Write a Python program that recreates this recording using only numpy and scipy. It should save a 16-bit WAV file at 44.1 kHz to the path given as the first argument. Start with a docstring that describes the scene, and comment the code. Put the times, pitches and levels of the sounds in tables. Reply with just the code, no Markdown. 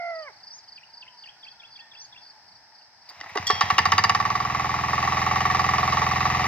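"""A rooster close by is heard first, ending its crow, in a field in the morning. Crickets chirp, small
birds call and far roosters answer, all as gliding tones over shaped noise, heard at two microphone ports.
A rope is pulled round the flywheel of a one-cylinder diesel tiller; it catches, knocks hard, speeds up
and settles. Blows ring resonances of block and head, gas pulses the muffler, and shaken noise is tin."""
import sys
import numpy as np
from scipy import signal
from scipy.fft import rfft, irfft, next_fast_len
from scipy.io import wavfile
from scipy.ndimage import map_coordinates

SR = 44100
rng = np.random.default_rng(int(sys.argv[2]) if len(sys.argv) > 2 else 0)


def wav_out(sig):
    """Save sig, one row per channel (or a flat mono array), as 16-bit PCM at SR to the path in sys.argv[1]."""
    wavfile.write(sys.argv[1], SR, np.round(np.clip(np.atleast_2d(sig).T, -1, 1) * 32767).astype(np.int16))


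N = 285327
T = np.arange(N) / SR  # t/s of every sample

# far leaves, insects and road, spectrum shape: (f/Hz, relative level/dB per Hz)
FIELD_SPECTRUM = [(24, -56), (40, -18), (120, -9.5), (484, -18), (881, 1.5), (1130, -13), (1770, -5),
                  (2700, -17.5), (3650, -18.5), (5050, -1), (6160, -14.5), (6810, -38), (8110, -22),
                  (9650, -48.5), (13300, -35), (15500, -42)]
# how alike the field is at the two ports: (f/Hz, likeness from -1 to 1)
FIELD_LIKENESS = [(60, 1), (180, 0.27), (550, 0.81), (1650, 0.67), (4970, -0.49), (15000, 0.51)]
# echoes from trees and ground: (f/Hz, t60/s)
ECHO_DECAY = [(200, 0.23), (2000, 0.53), (8000, 0.098)]
# far roosters, one table a note: (t/s, pitch f/Hz, relative level/dB)
FAR_CROWS = [
    [(.88, 860, -69), (.98, 950, -62), (1.1, 1022, -60), (1.2, 933, -60), (1.32, 836, -76)],
    [(.85, 1505, -79), (1.0, 1540, -73), (1.18, 1450, -76)],
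    [(1.3, 1450, -67), (1.48, 1482, -76), (1.62, 1396, -69), (1.82, 1350, -74)],
    [(1.79, 1813, -53), (1.92, 1820, -64), (2.06, 1780, -77)],
    [(2.1, 1000, -62), (2.3, 950, -72), (2.42, 790, -51)],
]
# near crickets, one row a chirp: (t/s, peak level/dB, nominal f/Hz, stroke spacing/s)
CHIRPS = [(0.021, -51.5, 4630, .037), (0.152, -40, 4720, 0.036), (.327, -50, 4680, .037),
          (.433, -39, 4780, 0.036), (0.477, -42.5, 5150, 0.053), (.596, -49, 4750, 0.04),
          (0.685, -40, 4740, 0.037), (.865, -50, 4730, 0.033), (0.937, -40, 4740, .0355),
          (1.136, -51, 4720, .035), (1.188, -42, 4690, .035), (1.333, -56, 5080, .056),
          (1.405, -50, 4740, .035), (1.441, -42.5, 4700, .0355), (1.674, -49, 4780, 0.031),
          (1.723, -41.5, 4700, .037), (1.943, -47, 4800, 0.031), (1.976, -42.5, 4700, .035),
          (2.209, -50, 4750, .035), (2.228, -43.5, 4690, 0.036), (2.481, -48.5, 4680, .0365),
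          (2.577, -55, 5180, 0.058), (2.746, -48.5, 4750, 0.036), (2.755, -53, 4890, 0.04),
          (3.016, -50, 4800, 0.04)]
# the three wing strokes of a chirp: (level/dB relative to the chirp)
WING_STROKES = [-1.5, 0, 0]
# five bird phrases, one row a note: (t/s after the call starts, length/s, from f/Hz, to f/Hz, relative level/dB)
BIRD_PHRASES = [
    [(0, .02, 3800, 2350, 0), (.045, .01, 2200, 1900, -9), (.057, .015, 2100, 2900, -2)],
    [(0, .017, 4000, 2750, 0), (.022, .012, 2700, 1750, -8), (.038, .008, 3000, 2450, 0),
     (.048, .02, 2300, 3350, -1)],
    [(0, .017, 4000, 3250, 0), (.021, .012, 2900, 2250, -7), (.037, .012, 2900, 2620, 0),
     (.047, .022, 2850, 3450, -2)],
    [(0, .085, 5300, 7000, 0)],
    [(0, .012, 3600, 3000, 0)],
]
# bird calls, one table a phrase: (t/s, peak level/dB, pitch factor)
BIRD_CALLS = [
    [(.772, -42.5, 1.006), (1.019, -39.5, 1.08)],
    [(1.234, -40, 1)],
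    [(1.427, -40.5, 0.98), (1.595, -42, 1), (1.752, -42.5, 1), (1.912, -43, 1.01), (2.122, -42.5, 1.02)],
    [(.51, -42.5, 1), (1.98, -42, 0.98)],
    [(.676, -58, 1), (2.81, -56, .9)],
]
# near rooster's voice before the throat: (t/s, pitch f/Hz, relative level/dB)
CROW = [(0.0, 695, -36.5), (0.018, 691.4, -36.5), (0.104, 680, -35), (0.142, 656, -36.5), (0.21, 636, -38),
        (0.244, 602, -41), (0.28, 544, -34.5), (0.312, 356, -57.5)]
# the rooster's fixed throat: (f/Hz, level/dB)
THROAT = [(350, -6), (540, -23), (610, -5.5), (680, 0), (1100, -13), (1350, -11.5), (1800, -16.5),
          (2100, -5.5), (2400, -26), (2650, -37), (2880, -36), (3040, -15), (3200, -42)]
# engine at the two ports: (f/Hz, nominal left-right level/dB, nominal left lead/rad)
ENGINE_PORTS = [(85, -0.6, 0.02), (300, -1.5, 0.43), (480, -4.7, 1.0), (750, 3.0, -0.63),
                (870, -1.6, -0.59), (1130, -4.8, 1.02), (1300, -0.7, 1.07), (1650, 4.3, -0.02),
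                (1900, -1.3, 0.2), (2500, 4.6, 1.2), (3300, 0.5, 1.11), (3800, -4.3, 0.36),
                (4800, -2.3, 1.86), (6000, 6.1, 2.52), (8000, 1, 2.2), (13200, -5, 1.7)]
# knocks as the rope turns the engine over, then the noisy burst of the first firing:
# (t/s, relative peak level/dB, relative treble level/dB)
PULL_AND_CATCH = [(3.086, -41, -12), (3.103, -35, -20), (3.201, -23.5, -4), (3.233, -26, -14),
                  (3.258, -27, -29), (3.298, -28, -42), (3.352, -12.5, -17), (3.365, -12.5, -7.5),
                  (3.374, -9.5, -13)]
# small parts chatter as the rope tightens: (t/s, level/dB, f/Hz, width/Hz, length/s)
CLINKS = [(3.088, -33, 4780, 110, .018), (3.292, -36, 2030, 70, .014)]
# pulley resonances: (f/Hz, level/dB, t60/s)
PULLEY = [(1940, -5, 0.54), (3262, 0.5, 1.0), (3430, -6.5, 0.33), (3900, -14, 0.18), (4490, -6, .35),
          (4522, -3.5, 0.48), (4845, -8, 0.35), (5450, 1, 0.44), (5980, -5, 0.22), (6550, -11, 0.21),
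          (7300, -5, 0.16), (8500, -14, 0.08), (13500, -15, 0.056)]
# the rope end leaves the pulley: (t/s, level/dB)
ROPE_SLIP = (3.468, -28.5)
# engine speed from the first firing: (t/s, firings per s)
SPEED = [(3.3569, 5.752), (3.5, 8.123), (3.7, 11.62), (3.95, 16.39), (4.15, 19.084), (4.4, 20.443),
         (4.8, 20.916), (5.3, 21.168), (6, 21.281), (6.47, 21.172)]
# fuelling, full while the engine gains speed, cut back by the governor: (t/s, knock level/dB)
FUEL = [(3.357, -23), (3.5, -11.5), (3.78, -11.5), (3.87, -12), (4.0, -11.5), (4.12, -12.5), (4.27, -16.5),
        (4.5, -18.5), (5.08, -19), (5.4, -16), (6.47, -18)]
# running engine: (t/s, relative rattle and tap level/dB, exhaust blow level/dB, breathing level/dB)
RUNNING = [(3.0, -61, -24, -19), (3.11, -42, -35, -42), (3.55, -29, -24.5, -39),
           (3.65, -27.5, -22.5, -35.5), (4.0, -30.5, -22, -34), (4.49, -29.5, -29.5, -28),
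           (5.21, -26.5, -23, -26.5), (6.47, -25.5, -24.5, -23)]
# engine block: (f/Hz, width/Hz, level/dB rung by any firing, level/dB by a hard knock, level/dB by taps)
BLOCK = [(288, 14.4, -38, -37, -20), (384.5, 69, -31, -14, -10), (465, 32, -35, -20.5, -15.5),
         (749.3, 53.5, -3, -70, -0.5), (865, 53, 3, -8.5, 1), (893, 45, 1.5, 1.5, -12),
         (1134, 70.5, 6, -12.5, 1.5), (1362, 153, -4.5, -4, -1), (1771, 31, -22, 0, -36),
         (1855, 135, -3, -1.5, 2.5), (2042, 42, -14.5, -4.5, -1.5), (2290, 170, -4, -2.5, -28)]
# cylinder head: (f/Hz, width/Hz, level/dB)
HEAD = [(2820, 102, -5.5), (3150, 96, -14), (3770, 380, -4), (4747, 52, -11), (5040, 230, -5.5),
        (6110, 640, -2), (13200, 1500, -27)]
# valve and piston taps in one cycle: (share of the cycle, relative level/dB)
TAPS = [(0.128, -6.5), (0.261, -3.5), (0.38, -9.5), (.495, -1.5), (0.601, -25), (0.706, -10), (0.839, -8)]
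# gas pulses in one cycle, the exhaust blow first: (share of the cycle, signed size)
GAS_PULSES = [(.296, -.6), (.561, 1), (.776, -.77), (.891, .33)]
# unfired gas puffs: (t/s, level/dB)
UNFIRED_PUFFS = [(3.169, -57), (3.193, -54), (3.259, -52), (3.32, -48)]
# muffler resonances: (f/Hz, width/Hz, level/dB)
MUFFLER = [(92, 17, 0), (199, 97, 4)]
# tin and gears, spectrum shape: (f/Hz, relative level/dB per Hz)
TIN_SPECTRUM = [(380, -40), (745, -8.5), (1100, -12.5), (1530, -21.5), (1890, -11.5), (2750, -16.5),
                (3350, -27), (3850, -21.5), (4350, -29), (4800, -22), (6050, -24), (9400, -57.5),
                (13200, -41), (15600, -49)]

BLOCK_FIRED = [(hz, width, db) for hz, width, db, _, _ in BLOCK]
BLOCK_HARD = [(hz, width, db) for hz, width, _, db, _ in BLOCK]
BLOCK_TAPPED = [(hz, width, db) for hz, width, _, _, db in BLOCK]
SETTLED = 4.35  # t/s after which firings scatter in time and strength
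TREBLE_DB, TREBLE_GROWS, TREBLE_SCATTER_DB = -8, 1.72, 2  # at a -12 dB knock; dB per knock dB; scatter
THUD_FLOOR_DB, FIRST_THUD_DB, THUD_FADES_DB = -20.5, 2, 10  # relative to the knock; fade is per firing
TOP_HZ = 15700  # microphone band limit


def amp(db):
    """Decibels to gain."""
    return 10 ** (np.asarray(db) / 20)


def unit(x):
    """Scaled to rms 1."""
    return x / np.sqrt(np.mean(x ** 2) + 1e-20)


def along(points, hz):
    """(f/Hz, value) points read on a log axis."""
    f, v = np.transpose(points)
    return np.interp(np.log(hz + 1), np.log(f + 1), v)


def curves(rows):
    """One value per sample for each column after the time."""
    s, *cols = np.transpose(rows)
    return [np.interp(T, s, c) for c in cols]


def wobble(rate):
    """A smooth random curve, rate knots a second."""
    return map_coordinates(rng.standard_normal(int(N * rate / SR) + 4), [T * rate])


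def filtered(x, response):
    """x times a complex response of frequency."""
    m = next_fast_len(N + SR // 2)
    return irfft(rfft(x, m) * response(np.fft.rfftfreq(m, 1 / SR)), m)[..., :N]


def rung(times, sizes, modes):
    """Blows into (f/Hz, width/Hz, level/dB) resonances; a size is the swing of a 0 dB mode."""
    times, sizes = np.ravel(times), np.ravel(sizes)
    keep = times < T[-1]
    blows = np.bincount(np.round(times[keep] * SR).astype(int), sizes[keep], N) * SR / (2 * np.pi)

    def response(f):
        return sum((-1) ** k * amp(db) * 1j * f / (c * c - f * f + 1j * f * width)
                   for k, (c, width, db) in enumerate(modes))
    return filtered(blows, response)


def glide(s, length, from_hz, to_hz, db, peak, bend):
    """(first sample, wave) of a gliding tone, loudest at share peak; bend over 1 flattens its end."""
    u = np.linspace(0, 1, round(length * SR))
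    hz = to_hz + (from_hz - to_hz) * (1 - u) ** bend
    swell = np.sin(np.pi / 2 * np.minimum(u / peak, (1 - u) / (1 - peak))) ** 0.94
    return round(s * SR), amp(db) * swell * np.sin(2 * np.pi * np.cumsum(hz) / SR)


def place(notes):
    """(first sample, wave) pairs summed into one track."""
    out = np.zeros(N + SR)
    for at, wave in notes:
        out[at:at + len(wave)] += wave
    return out[:N]


def ports(x, lean_db, lag):
    """A source at two microphone ports: left-right level/dB and seconds the right lags."""
    return filtered(x, lambda hz: [amp(side * lean_db / 2) * np.exp(1j * np.pi * side * hz * lag)
                                   for side in (1, -1)])


def outdoors(x, wet_db):
    """Scattered echoes from trees and ground, unrelated at the two ports."""
    hz, t, z = signal.stft(rng.standard_normal((2, SR // 2)), SR, nperseg=256)
    decay = amp(-60 * t / along(ECHO_DECAY, hz)[:, None])
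    tail = signal.istft(z * decay, SR, nperseg=256)[1]
    tail = tail / np.linalg.norm(tail[0])
    delayed = np.pad(x, (300, 0))[None]  # samples before the first echo
    return amp(wet_db) * signal.fftconvolve(delayed, tail, axes=1)[:, :N]


def field():
    """Steady far noise, its likeness at the ports varying with pitch; light wind makes the bass lumpy."""
    def spread(hz):
        turn = np.arccos(np.clip(along(FIELD_LIKENESS, hz), -1, 1)) / 2
        return amp(along(FIELD_SPECTRUM, hz)) * [np.cos(turn), np.sin(turn)]
    mid, side = filtered(rng.standard_normal((2, N)), spread)
    air = unit(np.array([mid + side, mid - side]))
    bass = filtered(air, lambda hz: 1 / (1 + (hz / 190) ** 4))
    lumps = amp(2.5 * wobble(11)) - 1
    return amp(-55 + .8 * wobble(3)) * (air + bass * lumps)


def far_roosters():
    """Only one wavering partial of each note carries this far."""
    out = np.zeros(N)
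    for note in FAR_CROWS:
        hz, db = curves(note)
        edge = np.clip(np.minimum(T - note[0][0], note[-1][0] - T) / 0.037, 0, 1)
        level = edge * amp(db + 2.0 + 4.0 * wobble(39.75))
        out += level * np.sin(2 * np.pi * np.cumsum(hz * (1 + 0.0089 * wobble(60))) / SR)
    return out


def far_crickets():
    """Faint strokes at random times, each falling in pitch."""
    draw = rng.random((400, 3))
    return place(glide(T[-1] * a, 0.0237, 5200 + 500 * b, 4300 + 500 * b, -66 + 12 * c ** 2,
                       peak=0.23, bend=0.94) for a, b, c in draw)


def near_crickets():
    """A chirp is three wing strokes, each a tone falling in pitch."""
    return place(glide(s + k * gap - .003, 0.02, 1.07 * hz, .87 * hz, db + rel_db, peak=0.44, bend=0.763)
                 for s, db, hz, gap in CHIRPS for k, rel_db in enumerate(WING_STROKES))


def birds():
    """Each call repeats its phrase of gliding notes at its own pitch and level."""
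    notes = []
    for phrase, calls in zip(BIRD_PHRASES, BIRD_CALLS):
        for s, db, pitch in calls:
            for after, length, from_hz, to_hz, rel_db in phrase:
                peak, bend = (.6, 2.6) if length < .05 else (.25, 1.05)
                notes.append(glide(s + after, length, from_hz * pitch, to_hz * pitch, db + rel_db, peak, bend))
    return place(notes)


def rooster():
    """Five partials on a falling pitch pass a fixed throat; a fading flutter shakes the loud part."""
    hz, db = curves(CROW)
    flutter = np.sin(2 * np.pi * 62 * T - 1.15) * np.clip(1 - T / .16, 0, 1) ** .6
    turn = 2 * np.pi * np.cumsum(hz * (1 + .035 * flutter + .004 * wobble(200))) / SR
    tone = sum(amp(db + along(THROAT, k * hz) + 6 + 1.2 * flutter) * np.sin(k * turn) for k in range(1, 6))
    return tone * np.clip((CROW[-1][0] - T) / 0.0046, 0, 1)


def pull_and_catch():
    """Knocks of the pull and the rough burst of the catch ring block and head; small parts chatter."""
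    s, db, treble_db = np.transpose(PULL_AND_CATCH)
    burst = rng.random((len(s), 10, 2))
    when = s[:, None] + 0.013 * burst[..., 0]
    size = amp(db - 9.5)[:, None] * (2 * burst[..., 1] - 1)
    damped = [(hz, 3 * width, tap_db) for hz, width, tap_db in BLOCK_TAPPED]
    out = rung(when, size, damped)
    out += rung(when, size * amp(treble_db + 7)[:, None], HEAD)
    for at, level_db, hz, width, length in CLINKS:
        chatter = rng.random((16, 2))
        blows = amp(level_db) * (2 * chatter[:, 1] - 1)
        out += rung(at + length * chatter[:, 0], blows, [(hz, width, 0)])
    return out


def rope_slip():
    """The rope end strikes the pulley once, then scrapes; the turning pulley makes the ring waver."""
    s, db = ROPE_SLIP
    scrape = rng.random((12, 2))
    steel = [(hz, np.log(1000) / np.pi / t60, level) for hz, level, t60 in PULLEY]  # t60 to width/Hz
    ring = rung(s + np.append(0, .02 * scrape[:, 0]), amp(db) * np.append(1, .3 * scrape[:, 1]), steel)
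    rasp = rung(s + 0.044 * scrape[:, 0], amp(db - 2) * (2 * scrape[:, 1] - 1), HEAD)
    return rasp + ring * amp(3 * wobble(250))


def firings():
    """Speed summed over time gives the firings: their t/s, period/s, knock level/dB and knock gain."""
    done = np.cumsum(curves(SPEED)[0] * (T >= SPEED[0][0])) / SR
    fire = np.interp(np.arange(int(done[-1]) + 1) + 1e-6, done, T)
    knock_db = np.interp(fire, *np.transpose(FUEL))
    period = np.diff(fire, append=2 * fire[-1] - fire[-2])
    fire = fire - .0015 + .00012 * rng.standard_normal(len(fire)) * (fire > SETTLED)
    knock = amp(knock_db + 1.2 * rng.standard_normal(len(fire)) * (fire > SETTLED))
    return fire, period, knock_db, knock


def combustion_knock(fire, knock_db, knock):
    """Firing rings the block, with a low thud; harder knocks are brighter and burst into the head."""
    count, loose = len(fire), fire > SETTLED
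    # each combustion is a few blows close together
    out = rung(fire[:, None] + [0, .0018, .0071], np.outer(knock, [.06, .75, .27]), BLOCK_FIRED)
    scatter_db = TREBLE_SCATTER_DB * rng.standard_normal(count)
    hard = knock * amp(TREBLE_DB + TREBLE_GROWS * (knock_db + 12) + scatter_db)
    out += rung(fire[:, None] + [.0024, .0055, .0098], np.outer(hard, [1.1, 1.1, 1.1]), BLOCK_HARD)
    # the thud is strong at the catch and fades with each firing
    thud_at = fire + 0.00297 + .0008 * rng.standard_normal(count) * loose
    thud_db = np.maximum(THUD_FLOOR_DB, FIRST_THUD_DB - THUD_FADES_DB * np.arange(count))
    thud_db = thud_db + 3.3 * rng.standard_normal(count) * loose
    out += rung(thud_at, knock * amp(thud_db), [(418, 37, 0)])
    # the sharp part is a fresh burst every time
    burst = rng.random((count, 12, 2))
    late = 0.019 * burst[..., 0] ** 1.8
    size = hard[:, None] * (2 * burst[..., 1] - 1) * amp(-600 * late + 6.5)
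    return out + rung(fire[:, None] + late, size, HEAD)


def valve_and_piston_taps(fire, period):
    """Taps ring the block at set shares of the cycle, harder at speed: (sound, t/s, relative level/dB)."""
    share, tap_db = np.transpose(TAPS)
    chance = rng.standard_normal((len(fire), len(TAPS), 2))
    taps = fire[:, None] + share * period[:, None] + .00004 * chance[..., 0]
    running = amp(np.interp(fire, T, curves(RUNNING)[0]))[:, None]
    faster = (period[-1] / period[:, None]) ** 0.68
    force = running * amp(tap_db + 2 + 1.0 * chance[..., 1]) * faster
    return rung(taps, force, BLOCK_TAPPED), taps, tap_db + 2 * chance[..., 1]


def exhaust(fire, period):
    """Exhaust blow and breathing push gas pulses through the muffler, which passes only the bass."""
    _, blow_db, breath_db = curves(RUNNING)
    blow, breath = (amp(np.interp(fire, T, db)) for db in (blow_db, breath_db))
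    share, push = np.transpose(GAS_PULSES)
    push = push * np.transpose([blow] + [breath] * (len(GAS_PULSES) - 1))
    push = push * amp(.5 * rng.standard_normal(push.shape))
    gas = rung(fire[:, None] + share * period[:, None], push, MUFFLER)
    gas += rung(*np.transpose([(t, -amp(db)) for t, db in UNFIRED_PUFFS]), MUFFLER)
    return filtered(gas, lambda hz: 1 / (1 + (hz / 244) ** 24))


def tin_rattle(fire, knock, taps, tap_db):
    """Every blow shakes the loose tin, noise that settles within milliseconds: two unrelated tracks."""
    hits = np.append(fire, taps)
    sizes = np.append(1.26 * (knock / np.median(knock)) ** 0.9, amp(tap_db))
    keep = hits < T[-1]
    jolt = np.bincount(np.round(hits[keep] * SR).astype(int), sizes[keep], N)
    shake = .5 + 0.69 * signal.lfilter([1], [1, -np.exp(-1 / (0.0095 * SR))], jolt)  # 9.5 ms decay
    noise = unit(filtered(rng.standard_normal((2, N)), lambda hz: amp(along(TIN_SPECTRUM, hz))))
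    fade_in = np.clip((T - RUNNING[0][0]) / 0.045, 0, 1)
    return noise * shake * amp(curves(RUNNING)[0] - 4.0) * fade_in


def engine():
    """Every cycle knocks, taps, blows gas and shakes tin: (metal, gas, port-difference treble)."""
    fire, period, knock_db, knock = firings()
    tapping, taps, tap_db = valve_and_piston_taps(fire, period)
    rattle, other = tin_rattle(fire, knock, taps, tap_db)
    metal = combustion_knock(fire, knock_db, knock) + tapping + rattle
    # the treble of the rattle reaches the two ports by different ways
    apart = filtered(other, lambda hz: 1.1 * hz ** 2 / (hz ** 2 + 5000 ** 2))
    return metal, exhaust(fire, period), apart


def tiller_ports(x):
    """The tiller at the two ports: level and phase differ with frequency."""
    f, lean_db, lead = np.transpose(ENGINE_PORTS)

    def at_port(hz, side):
        return amp(side * np.interp(hz, f, lean_db) / 2) * np.exp(.5j * side * np.interp(hz, f, lead))
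    return filtered(x, lambda hz: [at_port(hz, 0.64), at_port(hz, -1.335)])


def scene():
    """Sources at the two ports; crickets, birds, near rooster and the tiller's metal get echoes."""
    far, near, song, crow = far_crickets(), near_crickets(), birds(), rooster()
    metal, gas, apart = engine()
    metal = metal + pull_and_catch() + rope_slip()
    out = field() + far_roosters()
    out += ports(far, lean_db=8.0, lag=0.00025) + outdoors(far, wet_db=-10)
    out += ports(near, lean_db=-1.5, lag=.000038) + ports(song, lean_db=.1, lag=.00009)
    out += outdoors(near + song, wet_db=-12.5)
    out += ports(crow, lean_db=-3.7, lag=.00011) + outdoors(crow, wet_db=-19)
    return out + tiller_ports(metal + gas) + apart * [[1], [-1]] + outdoors(metal, wet_db=-16)


def record(dry):
    """The microphone clips loud knocks softly, loses the lowest bass and stops at the band limit."""
    soft = dry / (1 + np.abs(dry / 1.05) ** 4) ** (1 / 4)
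    return filtered(soft, lambda hz: (hz < TOP_HZ) / (1 + (48 / (hz + 1)) ** 8))


dry = scene()
out = record(dry)
wav_out(out)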